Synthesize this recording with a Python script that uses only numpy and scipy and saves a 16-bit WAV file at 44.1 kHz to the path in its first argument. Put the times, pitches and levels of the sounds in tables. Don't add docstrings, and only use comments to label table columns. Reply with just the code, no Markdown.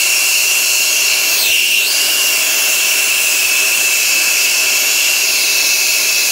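import sys
import numpy as np
from scipy import signal
from scipy.fft import rfft, irfft, next_fast_len
from scipy.io import wavfile
from scipy.ndimage import uniform_filter1d, map_coordinates

SR = 44100
rng = np.random.default_rng(int(sys.argv[2]) if len(sys.argv) > 2 else 0)


def inscribe(sig):
    pcm = np.round(np.clip(np.atleast_2d(sig).T, -1, 1) * 32767)
    wavfile.write(sys.argv[1], SR, pcm.astype(np.int16))


N = 278271

# f/Hz, T60/s
ROOM_DECAY = [(200, 0.48), (2000, 0.071), (12000, 0.037)]
# t/s, then delay/ms and relative strength of each
NEAR_ECHOES = [(0, 0.15, 0.32, .415, 0.18), (.8, 0.17, 0.49, 0.41, .2), (1.3, 0.17, 0.46, 0.4, 0.17),
               (1.35, .18, .42, .435, .28), (1.45, 0.25, .5, .48, 0.3), (1.55, 0.36, 0.3, 0.54, .22),
               (1.62, 0.4, 0.35, .6, 0.2), (1.74, 0.37, 0.24, 0.57, 0.2), (1.82, 0.28, 0.36, .52, .15),
               (1.88, 0.22, .42, .42, 0.3), (1.95, 0.18, 0.34, 0.43, 0.2), (2.08, .17, 0.2, 0.38, .24),
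               (2.25, .15, 0.34, 0.38, 0.17), (3.3, 0.14, 0.31, .39, .07), (3.9, 0.15, 0.33, 0.43, 0.17),
               (4.5, .16, 0.49, 0.4, 0.2), (5.18, 0.16, 0.51, 0.41, 0.12), (5.3, 0.18, 0.64, 0.44, 0.3),
               (6.31, 0.18, 0.62, 0.45, 0.24)]
# delay before the swing/ms, delay after it/ms, change when away/ms, relative strength
FAR_ECHOES = [(.885, .58, .165, .1), (1.452, 1.452, -.17, .12), (1.81, 1.81, .15, .06)]
# t/s, relative level/dB
LOW_PUFFS = [(1.489, -35), (2.359, -42), (3.108, -46), (3.449, -40), (3.79, -44), (4.749, -43),
             (5.718, -49)]
# f/Hz, width/Hz, relative level/dB
CABINET_MODES = [(321, 100, -12), (400.4, 30.5, -6), (552, 18, -9.5), (640, 72, -7.5), (840, 380, -14.5),
                 (1060, 120, -8.5), (1423, 84, -7.5), (1530, 32, -18), (1657, 183, -7.5), (2000, 33, -14),
                 (2260, 23, -5), (3140, 148, 0.5)]
# f/Hz, relative level/dB
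FLAME_SPECTRUM = [(25, -31), (60, -13), (100, -9.5), (150, -13.5), (250, -4), (400, -2), (1000, 0),
                  (2000, 2.5), (3100, -3.5), (3600, -38)]
# t/s, level/dB
ROAR_ENVELOPE = [(0, -28.5), (1.1, -29.5), (1.4, -26), (1.8, -29), (2, -27), (4, -28.5), (6.31, -30)]
# t/s, centre f/Hz, level/dB
SIZZLE_PATH = [(0, 9800, -28), (1.2, 9200, -39), (1.95, 10000, -38), (2.15, 10300, -30.5),
               (3.25, 10350, -27.5), (3.5, 10180, -33), (3.65, 9640, -28), (5, 9600, -36), (5.3, 9640, -55)]
# peak t/s, level/dB, rise/(dB/s), fall/(dB/s)
WHOOSHES = [(1.43, -16, 160, 167), (1.88, -19.5, 140, 25)]
# t/s, f/Hz, level/dB
WHISTLE_PATH = [(0, 2716, -17), (1.26, 2735, -20), (1.35, 2670, -18), (1.41, 2640, -30),
                (1.46, 2620, -16.5), (1.53, 2780, -14.5), (1.67, 2750, -17.5), (1.77, 2745, -13),
                (1.93, 2752, -24.5), (1.97, 2790, -20), (2.2, 2816, -18), (2.4, 2704, -19.5),
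                (3.2, 2710, -18), (3.45, 2604, -18), (3.75, 2662, -17.5), (4.1, 2630, -18),
                (4.94, 2688, -19), (5.08, 2736, -17.5), (5.33, 2660, -20), (5.7, 2617, -19),
                (6.31, 2598, -20.5)]
# f/Hz, relative level/dB
JET_SPECTRUM = [(1500, -35.5), (2000, -10), (2300, 4.5), (3100, 4), (3600, -3), (4150, 1.5), (5000, -2.5),
                (5500, 1), (5900, -0.5), (6800, 0), (8700, -5.5), (9100, -5.5), (11000, -8.5),
                (15000, -10.5), (15800, -8.5)]
# t/s, base level/dB, tilt/(dB/octave), amount of treble beam
NOZZLE_AIM = [(0, -14, 2.5, -1.5), (.8, -14, 2.5, -0.5), (1.15, -14.5, 0, 0), (1.3, -15.5, 1.5, 6),
              (1.42, -15, 1, 8), (1.6, -17, 0, 5), (1.84, -17.5, 0.8, 6), (1.97, -13.5, 3, -3),
              (2.15, -15, 2.5, 2), (2.4, -15.5, .5, 6.5), (3.2, -15.5, 1, 3.5), (3.7, -14.5, 2, 0),
              (4.5, -14.5, 0.5, 1.5), (5.15, -14.5, 0.9, -0.5), (5.6, -15, -0.2, 4.5),
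              (6.31, -14.5, 0.8, 1)]

ON_PIPE_MS, OFF_PIPE_MS = 0.16, 0.36
RETURN_START_S, RETURN_END_S = 1.75, 1.8
UPPER_ROAR_AWAY_DB, WHOOSH_TOP_HZ, BAND_LIMIT_HZ = -7.5, 4704, 15740


def amp(db):
    return 10 ** (np.asarray(db) / 20)


def unit(x):
    return x / np.sqrt(np.mean(x ** 2) + 1e-20)


def along(points, hz):
    f, v = np.transpose(points)
    return np.interp(np.log(hz + 1), np.log(f + 1), v)


def curves(rows):
    times, *columns = np.transpose(rows)
    return [np.interp(np.arange(N) / SR, times, column) for column in columns]


def wobble(rate):
    knots = rng.standard_normal(int(N * rate / SR) + 4)
    return unit(map_coordinates(knots, [np.arange(N) * rate / SR]))


def filtered(x, response):
    size = next_fast_len(N + SR // 2)
    return irfft(rfft(x, size) * response(np.fft.rfftfreq(size, 1 / SR)), size)[..., :N]


def delayed(x, ms):
    return map_coordinates(x, [np.arange(N) - np.abs(ms) * SR / 1000], order=3, mode="mirror")


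def noise_band(hz, db, rate):
    band = wobble(rate) + 1j * wobble(rate)
    return amp(db) * unit((band * np.exp(2j * np.pi * np.cumsum(hz) / SR)).real)


def torch_swing():
    return (curves(NEAR_ECHOES)[0] - ON_PIPE_MS) / (OFF_PIPE_MS - ON_PIPE_MS)


def room(x):
    hz, t, noise = signal.stft(rng.standard_normal(SR // 2), SR, nperseg=256)
    tail = signal.istft(noise * amp(-60 * t / along(ROOM_DECAY, hz)[:, None]), SR, nperseg=256)[1]
    return signal.fftconvolve(np.pad(x, (220, 0)), tail / np.linalg.norm(tail))[:N]


def metal_echoes(x):
    near_ms, near, second_ms, second = curves(NEAR_ECHOES)
    away = torch_swing()
    back = np.interp(np.arange(N) / SR, [RETURN_START_S, RETURN_END_S], [0, 1])
    paths = [(near_ms, near), (second_ms, second)]
    for before, after, change, strength in FAR_ECHOES:
        paths.append((before + (after - before) * back + change * away, strength))
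    dull = filtered(x, lambda hz: 1 / (1 + (hz / 14000) ** 2))
    return x + 0.81 * sum(strength * delayed(dull, ms) for ms, strength in paths)


def puffs():
    out, t = np.zeros(N + SR), np.arange(SR // 8) / SR
    puff = (t / 0.014) * np.exp(-t / 0.0096) * np.sin(2 * np.pi * 75 * t)
    for start, db in LOW_PUFFS:
        out[round(start * SR):][:len(t)] += amp(db + 9.5) * puff
    return out[:N]


def cabinet(hz):
    top = max(db for _, _, db in CABINET_MODES)
    power = sum(amp(db - top) ** 2 / (1 + (2 * (hz - centre) / width) ** 2)
                for centre, width, db in CABINET_MODES)
    return np.sqrt(amp(-45) + power)


def flame_roar():
    roar = unit(filtered(rng.standard_normal(N), lambda hz: amp(along(FLAME_SPECTRUM, hz)) * cabinet(hz)))
    low = filtered(roar, lambda hz: 1 / (1 + (hz / 750) ** 4))
    upper_db = UPPER_ROAR_AWAY_DB * np.clip(torch_swing(), 0, 1) ** 2
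    db = curves(ROAR_ENVELOPE)[0] + 0.64 * wobble(5.655)
    return amp(db) * (low + amp(upper_db) * (roar - low))


def sizzle():
    return noise_band(*curves(SIZZLE_PATH), rate=600)


def whoosh():
    t = np.arange(N) / SR
    swells = [db - np.where(t < peak, rise * (peak - t), fall * (t - peak))
              for peak, db, rise, fall in WHOOSHES]
    hz = np.minimum(1000 / curves(NEAR_ECHOES)[0], WHOOSH_TOP_HZ)
    return noise_band(hz, np.max(swells, axis=0), rate=650)


def mixer_whistle():
    hz, db = curves(WHISTLE_PATH)
    shake = 30 * wobble(80) + 62 * wobble(350)
    pitch = hz + shake - 0.8 * uniform_filter1d(shake, size=SR // 16)
    phasor = np.exp(2j * np.pi * np.cumsum(pitch) / SR)
    strength = 1 + 0.069 * (wobble(70) + 1j * wobble(70)) + 0.25 * (wobble(500) + 1j * wobble(500))
    tone = unit((strength * phasor).real)
    octave = amp(-18) * unit((strength * phasor ** 2).real)
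    return amp(db) * (tone + octave)


def jet_hiss():
    db, brightness, beam = curves(NOZZLE_AIM)
    hz, t, noise = signal.stft(rng.standard_normal(N), SR, nperseg=512)
    patches = uniform_filter1d(rng.standard_normal(noise.shape), size=4, axis=0)
    patches = uniform_filter1d(patches, size=20, axis=1)
    frame = np.minimum(t * SR, N - 1).astype(int)
    tilt_db = np.clip(brightness[frame] * np.log2((hz[:, None] + 1) / 7000), -12, 12)
    beam_db = beam[frame] * along([(11000, 0.024), (12500, 0.71)], hz)[:, None]
    base_db = along(JET_SPECTRUM, hz)
    colour_db = base_db[:, None] + 1.5 * unit(patches) + tilt_db + beam_db
    shaped = noise * amp(colour_db) / np.sqrt(np.mean(amp(base_db) ** 2))
    return amp(db + 0.11 * wobble(8.3)) * signal.istft(shaped, SR, nperseg=512)[1][:N]


def scene():
    gas = mixer_whistle() + sizzle() + whoosh() + metal_echoes(jet_hiss())
    roar = metal_echoes(flame_roar())
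    reverb = room(amp(-11) * gas + amp(-17.5) * roar)
    mix = gas + roar + reverb + puffs()
    return np.array([mix, mix])


def record(dry):
    clipped = dry / (1 + np.abs(dry / 0.74) ** 8) ** (1 / 8)
    return filtered(clipped, lambda hz: hz < BAND_LIMIT_HZ)


dry = scene()
out = record(dry)
inscribe(out)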